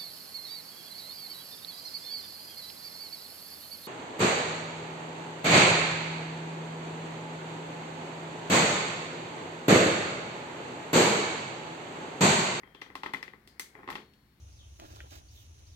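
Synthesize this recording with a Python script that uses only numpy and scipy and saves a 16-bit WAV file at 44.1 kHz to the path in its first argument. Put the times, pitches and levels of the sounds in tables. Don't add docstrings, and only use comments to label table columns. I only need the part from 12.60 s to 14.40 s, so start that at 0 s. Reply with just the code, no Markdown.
import sys
import numpy as np
from scipy import signal
from scipy.io import wavfile

SR = 44100
rng = np.random.default_rng(int(sys.argv[2]) if len(sys.argv) > 2 else 0)


def wrap_up_sound(samples):
    columns = np.atleast_2d(samples).T
    tamed = np.clip(columns, -1, 1)
    steps = np.round(tamed * 32767).astype(np.int16)
    wavfile.write(sys.argv[1], SR, steps)


N = 79380
T = np.arange(N) / SR

# f/Hz, left-right/dB
BALANCE = [(250, 0.5), (500, 3), (900, 3), (1400, 2.5), (2000, 15), (3000, 9), (4200, 8.5), (5500, 1.5),
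           (8000, -2.5), (11000, -1.5), (13500, -5), (15500, 6)]


def from_db(db):
    return 10 ** (np.asarray(db) / 20)


def unit_rms(x):
    return x / np.sqrt(np.mean(x ** 2) + 1e-20)


def at_hz(points, hz):
    freqs_hz, values = np.transpose(points)
    return np.interp(np.log(hz), np.log(freqs_hz), values)


def pan(left_right_db):
    return unit_rms(from_db([[left_right_db / 2], [-left_right_db / 2]]))


def impulses(times_s, levels_db):
    out = np.zeros(N)
    out[np.clip((times_s * SR).astype(int), 0, N - 1)] = from_db(levels_db)
    return out


def resonator(drive, hz, t60_s):
    radius, angle = from_db(-60 / (t60_s * SR)), 2 * np.pi * hz / SR
    return signal.lfilter([0, np.sin(angle)], [1, -2 * radius * np.cos(angle), radius ** 2], drive + 1e-18)


def noise_bands(size):
    # f/Hz, left-right correlation
    correlation = [(100, .92), (380, .88), (650, .55), (1400, 0), (15000, 0)]
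    edges_hz = 22 * 2 ** (np.arange(30) / 3)
    white = rng.standard_normal((2, 2, size + 4000))
    for k, (low_hz, high_hz) in enumerate(zip(edges_hz, edges_hz[1:])):
        bandpass = signal.butter(2, [low_hz, high_hz], "band", fs=SR, output="sos")
        mid, side = signal.sosfilt(bandpass, white[k % 2])[:, -size:]
        hz = np.sqrt(low_hz * high_hz)
        alike = at_hz(correlation, hz)
        stereo = np.sqrt(1 + alike) * mid + np.sqrt(1 - alike) * np.array([side, -side])
        yield hz, stereo * pan(at_hz(BALANCE, hz))


def coloured_noise(spectrum):
    return unit_rms(sum(from_db(at_hz(spectrum, hz)) * band for hz, band in noise_bands(N)))


def room_air(level_db=-66.5):
    # f/Hz, relative density/dB
    spectrum = [(25, -10), (45, 2.5), (70, 2.5), (95, -7.5), (160, -3), (230, -3), (330, -4), (420, -38.5),
                (650, -17.5), (1100, -19.5), (2000, -19), (4400, -20.5), (6500, -31), (16000, -26.5)]
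    return from_db(level_db) * coloured_noise(spectrum)


def hum(waver_depth=0.37):
    # f/Hz, level/dB
    tones = [(65, -75), (120, -73), (155, -74), (217, -74)]
    out = np.zeros(N)
    for hz, db in tones:
        knots = rng.standard_normal((32, 2)) @ [1, 1j]
        waver = 1 + waver_depth * np.interp(T, np.linspace(0, T[-1], len(knots)), knots)
        carrier = np.exp(2j * np.pi * (hz * T + rng.random()))
        out += from_db(db) * np.real(waver * carrier)
    return out


def rubbing():
    # t/s, level/dB
    envelope = [(0, -63), (.1, -62.5), (.3, -61.5), (.7, -63), (.82, -67), (1.13, -66.5), (1.17, -54),
                (1.26, -62), (1.33, -49), (1.41, -58.5), (1.48, -70.5), (1.8, -76)]
    # f/Hz, relative density/dB
    spectrum = [(100, -16), (250, -5), (430, 1.5), (620, -5), (850, -2.5), (1100, -3.5), (1500, -4.5),
                (2050, -0.5), (2700, -25), (3400, -42), (6000, -32), (15000, -38)]
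    return from_db(np.interp(T, *np.transpose(envelope))) * coloured_noise(spectrum)


def catch_force(hz):
    # t/s, knock/dB, cover ring/dB, tick/dB, snap/dB
    catches = [(0.0332, -55, -47.5, -65.5, -90), (0.075, -64.5, -59.5, -68, -94),
               (0.148, -54, -60, -51.5, -75.5), (0.215, -68, -55, -46.5, -71.5),
               (0.2175, -46.5, -38.5, -45.5, -63.5), (0.262, -56, -53.5, -82, -79),
               (0.3013, -54.5, -49, -65, -91), (0.3534, -41, -41, -44.5, -56.5),
               (0.4335, -34, -39.5, -39.5, -62), (0.4603, -37.5, -33.5, -53.5, -64),
               (0.4635, -51, -42, -46, -68), (0.4912, -49.5, -51, -68, -86), (0.536, -34, -35, -48, -52.5),
               (0.538, -72, -44.5, -36.5, -70), (0.5454, -64, -29, -74, -85),
               (0.6277, -49, -33, -47, -59.5), (0.679, -56, -43, -52.5, -81), (0.735, -54, -48, -69, -88),
               (0.875, -69.5, -57.5, -60.5, -60.5), (0.9961, -48.5, -33.5, -46, -39.5),
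               (1.1519, -54, -49, -76, -85), (1.19, -51.5, -63.5, -97, -91), (1.201, -54.5, -78, -91, -92),
               (1.2315, -51.5, -51.5, -71, -91), (1.241, -61, -52.5, -68, -96),
               (1.2763, -42, -45.5, -47.5, -77), (1.2875, -35, -42.5, -49, -72),
               (1.302, -39.5, -36.5, -46.5, -53), (1.316, -41, -50, -59, -67),
               (1.327, -61, -50, -47.5, -73), (1.354, -38, -40.5, -41, -60), (1.3577, -75, -39, -46.5, -88),
               (1.381, -51.5, -52, -58, -75), (1.5365, -97, -85, -64.5, -77.5)]
    centres_hz = [1086, 2067, 2750, 8100]
    bass_below_hz, bass_pivot_db, bass_slope = 600, -40, 0.42
    times_s = np.array([row[0] for row in catches])
    db = np.array([np.interp(np.log(hz), np.log(centres_hz), row[1:]) for row in catches])
    if hz < bass_below_hz:
        db = bass_pivot_db + bass_slope * (db - bass_pivot_db)
    return impulses(times_s, db)


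def dense_ring(spectrum, decay, onset_s):
    t = T[T < min(0.5, 2 * max(t60_s for _, t60_s in decay))]
    onset = 1 - np.exp(-(t / onset_s) ** 2)
    out = np.zeros((2, N))
    for hz, band in noise_bands(len(t)):
        if hz > 80:
            tail = band * onset * from_db(-60 * t / at_hz(decay, hz))
            tail *= np.sqrt(4 * hz / np.mean(np.sum(tail ** 2, axis=1)))
            struck = signal.fftconvolve(catch_force(hz)[None], tail, axes=1)[:, :N]
            out += from_db(at_hz(spectrum, hz)) * struck
    return out


def casing(spread_db=2):
    # f/Hz, gain/dB, t60/s, left-right/dB, right lag/ms
    modes = [(264, -11.5, 0.052, 3.5, 0), (376, -4, 0.052, -1, 0.065), (452, -10.5, 0.019, 7, 0.071),
             (750, -1.5, 0.023, 0, 0), (888, 4, 0.014, -2.5, 0.12), (1075.5, 6.5, 0.031, 1.5, 0.091),
             (1370, 6, 0.0085, 2, 0.068), (1663, -2.5, 0.011, 7, 0.28), (1884, 8.5, 0.018, 11, 0.25),
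             (2054, 4.5, 0.026, 13.5, 0.62), (2638, -2, 0.044, 6, 0.12), (3225, 5.5, 0.02, 11.5, 0.24),
             (3467, -0.5, 0.037, 34, 0.13), (4200, -7, 0.0053, 0, 0.16), (4784, 3.5, .018, -34, .18),
             (6280, -6, 0.014, -4, 0.23), (8170, 2, 0.013, -17, 0.19), (10900, 6, 0.0069, -30, .18)]
    out = np.zeros((2, N))
    for k, (hz, db, t60_s, pan_db, lag_ms) in enumerate(modes):
        drive = catch_force(hz) * from_db(spread_db * rng.standard_normal(N))
        left = (-1) ** k * from_db(db) * resonator(drive, hz, t60_s)
        right = np.interp(T - lag_ms / 1000, T, left)
        out += pan(pan_db) * np.array([left, right])
    return out


def crack(direct_db=-18, scatter_db=-19.5):
    # f/Hz, relative density/dB
    spectrum = [(150, -7.5), (600, -12), (1200, 0), (2000, -9), (2700, -7.5), (4500, -2), (6100, -14.5),
                (7300, -20), (8200, -8), (9500, -20.5), (11200, -11.5), (15500, -15)]
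    direct = dense_ring(spectrum, decay=[(3000, 0.007), (12000, 0.004)], onset_s=0.0003)
    scatter = dense_ring(spectrum, decay=[(1000, 0.045)], onset_s=0.0035)
    return from_db(direct_db) * direct + from_db(scatter_db) * scatter


def room_reverb(gain_db=-21):
    # f/Hz, relative density/dB
    spectrum = [(90, -48), (160, -1.5), (280, -1), (430, -1), (600, -10), (1080, 2.5), (1500, -8.5),
                (2000, -5), (2600, -5), (3400, 2), (6000, -4), (10000, -7.5), (15500, -13.5)]
    # f/Hz, t60/s
    decay = [(150, 0.38), (400, 0.44), (1000, .27), (2800, 0.33), (7000, 0.29), (15000, 0.24)]
    return from_db(gain_db) * dense_ring(spectrum, decay, onset_s=0.0049)


def casing_echoes(box, gain_db=-11.5, t60_s=0.14, onset_s=0.0049, highpass_hz=620):
    t = T[:SR // 2]
    onset = 1 - np.exp(-(t / onset_s) ** 2)
    tail = rng.standard_normal((2, len(t))) * onset * from_db(-60 * t / t60_s)
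    tail /= np.sqrt(np.sum(tail ** 2, axis=1, keepdims=True))
    tail = signal.sosfilt(signal.butter(2, highpass_hz, "high", fs=SR, output="sos"), tail)
    return from_db(gain_db) * signal.fftconvolve(box, tail, axes=1)[:, :N]


def springs(mode_gap_hz=25):
    # t/s, f/Hz, half-width/Hz, level/dB, t60/s
    rings = [(0.036, 3200, 75, -65.5, 1.1), (.148, 3250, 252, -58, 0.56), (0.215, 5910, 396, -60, 0.26),
             (.536, 3200, 102, -77, 0.67), (.536, 2170, 60, -66, 0.78), (.628, 5120, 208, -43, .035),
             (.875, 4600, 597, -62, 0.52), (.996, 2140, 70, -56.5, 0.77), (.996, 6100, 150, -42, 0.15),
             (1.151, 3260, 74, -70, 0.55), (1.303, 12000, 502, -58, .25), (1.353, 4333, 0, -65.5, 1.31)]
    out = np.zeros((2, N))
    for start_s, hz, half_width_hz, db, t60_s in rings:
        start, count = int(start_s * SR), 1 + int(abs(half_width_hz) / mode_gap_hz)
        t = T[:min(N - start, int(t60_s * SR))]
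        offsets = 2 * (np.arange(count) + rng.random(count)) / count - 1
        modes_hz = hz + half_width_hz * offsets
        cluster = sum(np.sin(2 * np.pi * (f * t + rng.random((2, 1)))) for f in modes_hz)
        envelope = from_db(db - 60 * t / t60_s) / np.sqrt(count)
        out[:, start:start + len(t)] += pan(at_hz(BALANCE, hz)) * envelope * cluster
    return out


def wall_boom(lowpass_hz=440, catch_share_db=-34):
    # t/s, level/dB
    bumps = [(0.353, -55.5), (.461, -50), (0.539, -46), (1.288, -49), (1.318, -52), (1.336, -53)]
    # f/Hz, gain/dB, t60/s
    modes = [(161.3, -11, .4), (212.7, -6, 0.65), (268, -0.5, 0.26), (362.6, -7, 0.37), (481, -7, 0.5)]
    soften = signal.butter(2, lowpass_hz, fs=SR, output="sos")
    push = signal.sosfilt(soften, impulses(*np.transpose(bumps)))
    out = np.zeros(N)
    for hz, db, t60_s in modes:
        drive = push + from_db(catch_share_db) * catch_force(hz)
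        out += from_db(db) * resonator(drive, hz, t60_s)
    return out


def scene():
    box = casing()
    reflections = room_reverb() + casing_echoes(box)
    return box + reflections + crack() + springs() + wall_boom() + rubbing() + room_air() + hum()


def record(dry):
    highpass_hz, lowpass_hz = 23, 16100
    dry = signal.sosfilt(signal.butter(2, highpass_hz, "high", fs=SR, output="sos"), dry)
    return signal.sosfilt(signal.ellip(10, 0.2, 70, lowpass_hz, fs=SR, output="sos"), dry)


dry = scene()
out = record(dry)
wrap_up_sound(out)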